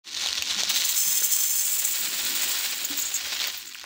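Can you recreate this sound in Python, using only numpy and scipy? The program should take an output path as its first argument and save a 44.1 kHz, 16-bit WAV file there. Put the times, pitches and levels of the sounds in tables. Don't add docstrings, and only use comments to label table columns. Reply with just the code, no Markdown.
import sys
import numpy as np
from scipy import signal
from scipy.fft import rfft, irfft
from scipy.io import wavfile
from scipy.ndimage import uniform_filter1d

SR = 44100
rng = np.random.default_rng(int(sys.argv[2]) if len(sys.argv) > 2 else 0)


def dump_mix(stems):
    frames = np.atleast_2d(stems).T
    limited = np.clip(frames, -1, 1)
    pcm = np.round(limited * 32767).astype(np.int16)
    wavfile.write(sys.argv[1], SR, pcm)


def volts_from_db(level):
    exponent = np.asarray(level, float) / 20
    return 10 ** exponent


N = 169785


def track(rows, fade_s=0.017):
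    t, db = np.array(rows, float).T
    times = np.r_[t[0] - fade_s, t, t[-1] + fade_s]
    levels = np.r_[-120, db, -120]
    return volts_from_db(np.interp(np.arange(N) / SR, times, levels))


def unit(x):
    return x / np.sqrt(np.mean(x ** 2))


def colour(x, points):
    hz, db = np.array(points, float).T
    f = np.arange(len(x) // 2 + 1) * SR / len(x) + 1
    gain = volts_from_db(np.interp(np.log(f), np.log(hz), db))
    return unit(irfft(rfft(x) * gain, len(x)))


def walk(rate):
    k = int(SR / rate)
    steps = np.repeat(rng.standard_normal(N // k + 1), k)[:N]
    return unit(uniform_filter1d(steps, k))


TRICKLE_FROM_S, TRICKLE_S, TRICKLE_SHARE = 3.52, 0.12, 0.25


def stream(time_s):
    return np.exp(-np.maximum(np.arange(N) / SR - TRICKLE_FROM_S, 0) / time_s)


def impacts(rate, spread_db, clump_db, clump_rate):
    chance = rng.random((2, N))
    clumps = walk(clump_rate)
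    clumps = clumps - uniform_filter1d(clumps, SR // 10)
    size_db = np.minimum(-spread_db * np.log(1 - chance[1]), 4 * spread_db)
    size = volts_from_db(size_db + clump_db * clumps)
    flow = np.maximum(stream(TRICKLE_S), TRICKLE_SHARE)
    return (chance[0] < rate / SR * flow) * size


def patter(hits, tail_s, points):
    pole = np.exp(-2 / (tail_s * SR))
    power = signal.lfilter([1], [1, -2 * pole, pole ** 2], hits ** 2 + 1e-30)
    return colour(np.sqrt(np.abs(power)) * rng.standard_normal(N), points)


def ring(x, hz, width_hz):
    pole = np.exp((2j * hz - width_hz) * np.pi / SR)
    return signal.lfilter([1], [1, -pole], x + 1e-18).imag


def steel(hits, modes):
    return sum(volts_from_db(db) * np.sqrt(width_hz) * ring(hits * rng.standard_normal(N), hz, width_hz)
               for hz, width_hz, db in modes)


def snaps(rows, tail_s, width, edge_db, points):
    out, lead = np.zeros(N), 32
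    t = (np.arange(1024) - lead) / SR
    for (s, db, hz), noise in zip(rows, rng.standard_normal((len(rows), len(t)))):
        push = np.diff(noise * np.exp(-t / tail_s) * (t >= 0), prepend=0)
        centre = unit(ring(push, hz, width * hz))
        burst = centre + volts_from_db(edge_db) * colour(push, points)
        burst = volts_from_db(db) * burst / np.abs(burst).max()
        i = int(s * SR) - lead
        out[i:i + len(t)] += burst[:N - i]
    return out


def room_tail(near):
    t = np.arange(8192) / SR
    tail = rng.standard_normal(len(t)) * np.exp(-np.log(1000) * t / 0.12) * (t > 0.002)
    return signal.fftconvolve(near, tail / np.sqrt(np.sum(tail ** 2)))[:N]


# (time [s], level [dB])
RUMBLE_LEVEL = [(0.06, -59), (0.8, -63), (1.5, -70), (2.2, -50.5), (3.55, -59), (3.85, -63)]
# (frequency [Hz], relative density [dB per Hz])
ROOM_COLOUR = [(40, -36), (125, -9.5), (200, -2.5), (290, 4.5), (400, -0.5), (520, -20), (1000, -43)]
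# (time [s], level [dB])
DEEP_LEVEL = [(0.1, -68), (1.45, -84.5), (2.2, -71), (3.85, -73)]


def rumble():
    low = track(RUMBLE_LEVEL) * volts_from_db(-2.0 + 2.5 * walk(14.0))
    low = low * colour(rng.standard_normal(N), ROOM_COLOUR)
    puffs = track(DEEP_LEVEL) * volts_from_db(5.4 * walk(18.0))
    deep = unit(ring(ring(rng.standard_normal(N), 82.0, 36.0), 82.0, 36.0))
    return low + puffs * deep


# (time [s], level before swell and decay [dB], frequency [Hz], 60 dB decay time [s])
BUMPS = [(0.26, -21, 760, 0.013), (0.285, -45, 65, .2), (0.39, -39, 80.6, 0.12), (0.52, -48, 200, 0.34),
         (0.565, -38.5, 204, 0.22), (0.633, -15.5, 680, 0.0085), (0.67, -47, 197, 0.51),
         (1.066, -46, 180, 0.375), (1.218, -24.5, 476, 0.012), (2.02, -48.5, 191.3, 0.49),
         (2.235, -47, 75, .2), (2.902, -31, 286, 0.19)]


def bumps():
    out = np.zeros(N)
    for s, db, hz, t60 in BUMPS:
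        t = np.maximum(np.arange(N) / SR - s, 0)
        swell = 1 - np.exp(-2 * t * hz)
        decay = np.exp(-np.log(1000) * t / t60)
        out += volts_from_db(db) * swell * decay * np.sin(2 * np.pi * hz * t)
    return out


# (time [s], level [dB])
BAG_LEVEL = [(0.045, -52), (0.07, -41), (0.14, -36), (0.22, -26), (0.3, -31), (0.435, -31), (0.51, -26),
             (0.55, -31.5), (0.595, -25), (0.645, -29.5), (0.74, -25.5), (0.83, -28), (0.93, -31.5),
             (1.02, -42.5)]
# (frequency [Hz], relative density [dB per Hz])
BAG_COLOUR = [(200, -20), (540, -21.5), (1500, -13), (3200, -6.5), (3750, -2.5), (4250, -2.5), (4900, -7),
              (6300, -7.5), (8500, -19), (12500, -33.5), (15000, -22), (15900, -38)]
# (time [s], peak level [dB], centre frequency [Hz])
CRACKLES = [(0.149, -14.5, 6130), (0.216, -19, 4500), (0.261, -11, 4000), (0.272, -9.5, 3800),
            (0.287, -14.5, 3050), (0.329, -10.5, 4400), (0.354, -11.5, 4260), (0.363, -15, 4300),
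            (0.382, -10, 5900), (0.423, -8, 2700), (0.533, -16, 3960), (0.612, -14, 4200),
            (0.635, -7.5, 6860)]


def bag():
    hits = impacts(3000.0, spread_db=3.2, clump_db=1.8, clump_rate=70.0)
    rustle = track(BAG_LEVEL) * patter(hits, 0.0004, BAG_COLOUR)
    return rustle + snaps(CRACKLES, 0.00038, 0.16, edge_db=2, points=BAG_COLOUR)


# (frequency [Hz], width [Hz], relative level [dB])
RIM_MODES = [(6625, 50, 0), (6980, 65, -6), (7270, 75, -3), (7620, 60, -5), (7960, 50, -14),
             (14910, 80, -9), (15680, 100, -15)]
# (time [s], drive level [dB], time to peak [s], extra drive of the high modes [dB])
RIM_SPILLS = [(2.847, -24.5, 0.0021, 7), (2.961, -31.5, 0.02, 10), (3.019, -26.5, .003, -8),
              (3.044, -32.5, 0.013, -2), (3.137, -25, 0.0091, 0), (3.47, -37, .002, 23),
              (3.57, -45, 0.0046, 25), (3.666, -34, 0.0065, 4)]


def rim():
    t, low, high = np.arange(N) / SR, 0, 0
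    for s, db, rise_s, high_db in RIM_SPILLS:
        age = np.maximum(t - s, 0) / rise_s
        spill = volts_from_db(db) * age * np.exp(1 - age)
        low = low + spill
        high = high + spill * volts_from_db(high_db)
    grains = impacts(4000.0, spread_db=1.5, clump_db=0.5, clump_rate=90.0) / np.sqrt(SR / 100)
    return steel(low * grains, RIM_MODES[:5]) + steel(high * grains, RIM_MODES[5:])


# (time [s], level [dB])
HEAP_LEVEL = [(0.9, -45), (1.1, -35), (1.6, -39.5), (2.05, -32.5), (2.2, -30), (2.45, -29), (2.7, -32),
              (2.85, -34.5), (2.93, -32), (3.1, -35.5), (3.3, -31.5), (3.45, -28), (3.55, -36.5),
              (3.65, -37), (3.85, -36.5)]
# (frequency [Hz], relative density [dB per Hz])
RICE_COLOUR = [(250, -20.5), (450, -16.5), (1170, -11.5), (1530, -8), (3280, -2.5), (4200, -2), (7000, -9),
               (10000, -28), (13300, -27), (14800, -14.5), (15900, -22.5)]
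# (time [s], peak level [dB], centre frequency [Hz])
SINGLE_GRAINS = [(1.224, -28, 1440), (3.175, -18, 4080), (3.401, -14, 3450), (3.417, -16, 3980),
                 (3.441, -12, 4020), (3.747, -25, 2830), (3.754, -25.5, 1640), (3.797, -27.5, 4500),
                 (3.841, -22, 1650)]
HEAP_THUD_BELOW_HZ = 750


def heap():
    hits = impacts(1800.0, spread_db=2.0, clump_db=1.5, clump_rate=55.0)
    grains = patter(hits, 0.0016, RICE_COLOUR)
    high_pass = signal.butter(4, HEAP_THUD_BELOW_HZ, "high", fs=SR, output="sos")
    ticks = signal.sosfiltfilt(high_pass, grains)
    thud = stream(TRICKLE_S / 2) * (grains - ticks)
    singles = snaps(SINGLE_GRAINS, 0.00054, 0.21, edge_db=-8.0, points=RICE_COLOUR)
    return track(HEAP_LEVEL) * (ticks + thud) + singles


# (time [s], drive level [dB])
FLOOR_DRIVE = [(0.69, -43), (0.7, -33), (0.735, -43), (0.757, -30), (0.78, -31), (0.835, -38.5),
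               (0.848, -24), (0.88, -36), (0.895, -28), (0.935, -31), (1.0, -27), (1.6, -27.5),
               (1.9, -29.5), (2.1, -35.5), (2.5, -31), (2.7, -36.5), (3.5, -45), (3.77, -43.5)]
# (frequency [Hz], relative level [dB])
FLOOR_MODES = [(3300, -9), (5245, -5), (6170, 0), (6330, 0), (6620, -8), (7000, -4), (7110, -1), (7275, -3),
               (7460, -5), (7640, -1), (7940, -3), (8310, -7), (8695, -7), (8980, -6), (9870, -11),
               (10290, -12), (10640, -13), (11300, -14), (13800, -12), (14300, -8), (14720, -5), (15105, 0),
               (15340, -3), (15680, -1)]
# (frequency [Hz], relative density [dB per Hz])
STEEL_TICK = [(1000, -35.5), (2000, -19.5), (5700, -15), (6200, -10.5), (7900, -7), (8500, -11.5),
              (12000, -17), (14000, -11.5), (15300, 1.5), (15900, -37)]
FLOOR_WIDTH_HZ = 77
COVERED_FROM_S, COVER_DB_PER_S, COVERED_BELOW_HZ = 1.42, -21, 6500


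def bowl_floor():
    drive = track(FLOOR_DRIVE)
    hits = impacts(2500.0, spread_db=3.0, clump_db=2.0, clump_rate=70.0) * drive
    cover = volts_from_db(COVER_DB_PER_S * np.maximum(np.arange(N) / SR - COVERED_FROM_S, 0))
    modes = 0
    for hz, db in FLOOR_MODES:
        push = hits * cover if hz < COVERED_BELOW_HZ else hits
        modes = modes + steel(push, [(hz, FLOOR_WIDTH_HZ, db)])
    ticks = patter(hits, 0.0012, STEEL_TICK)
    level = np.sqrt(np.mean(drive ** 2))
    return level * (volts_from_db(2.0) * unit(modes) + volts_from_db(-0.5) * ticks)


def scene():
    close = bag() + bowl_floor() + heap() + rim()
    near = signal.sosfilt(signal.butter(2, 200, "high", fs=SR, output="sos"), close)
    return (near + volts_from_db(-12) * room_tail(near) + bumps() + rumble())[None]


def roll_off(x):
    return signal.sosfilt(signal.butter(12, 16840, fs=SR, output="sos"), x)


def record(dry):
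    low_pass = signal.ellip(12, 0.5, 85, 15780, fs=SR, output="sos")
    mix = signal.sosfilt(low_pass, dry)
    return roll_off(mix)


dry = scene()
out = record(dry)
dump_mix(out)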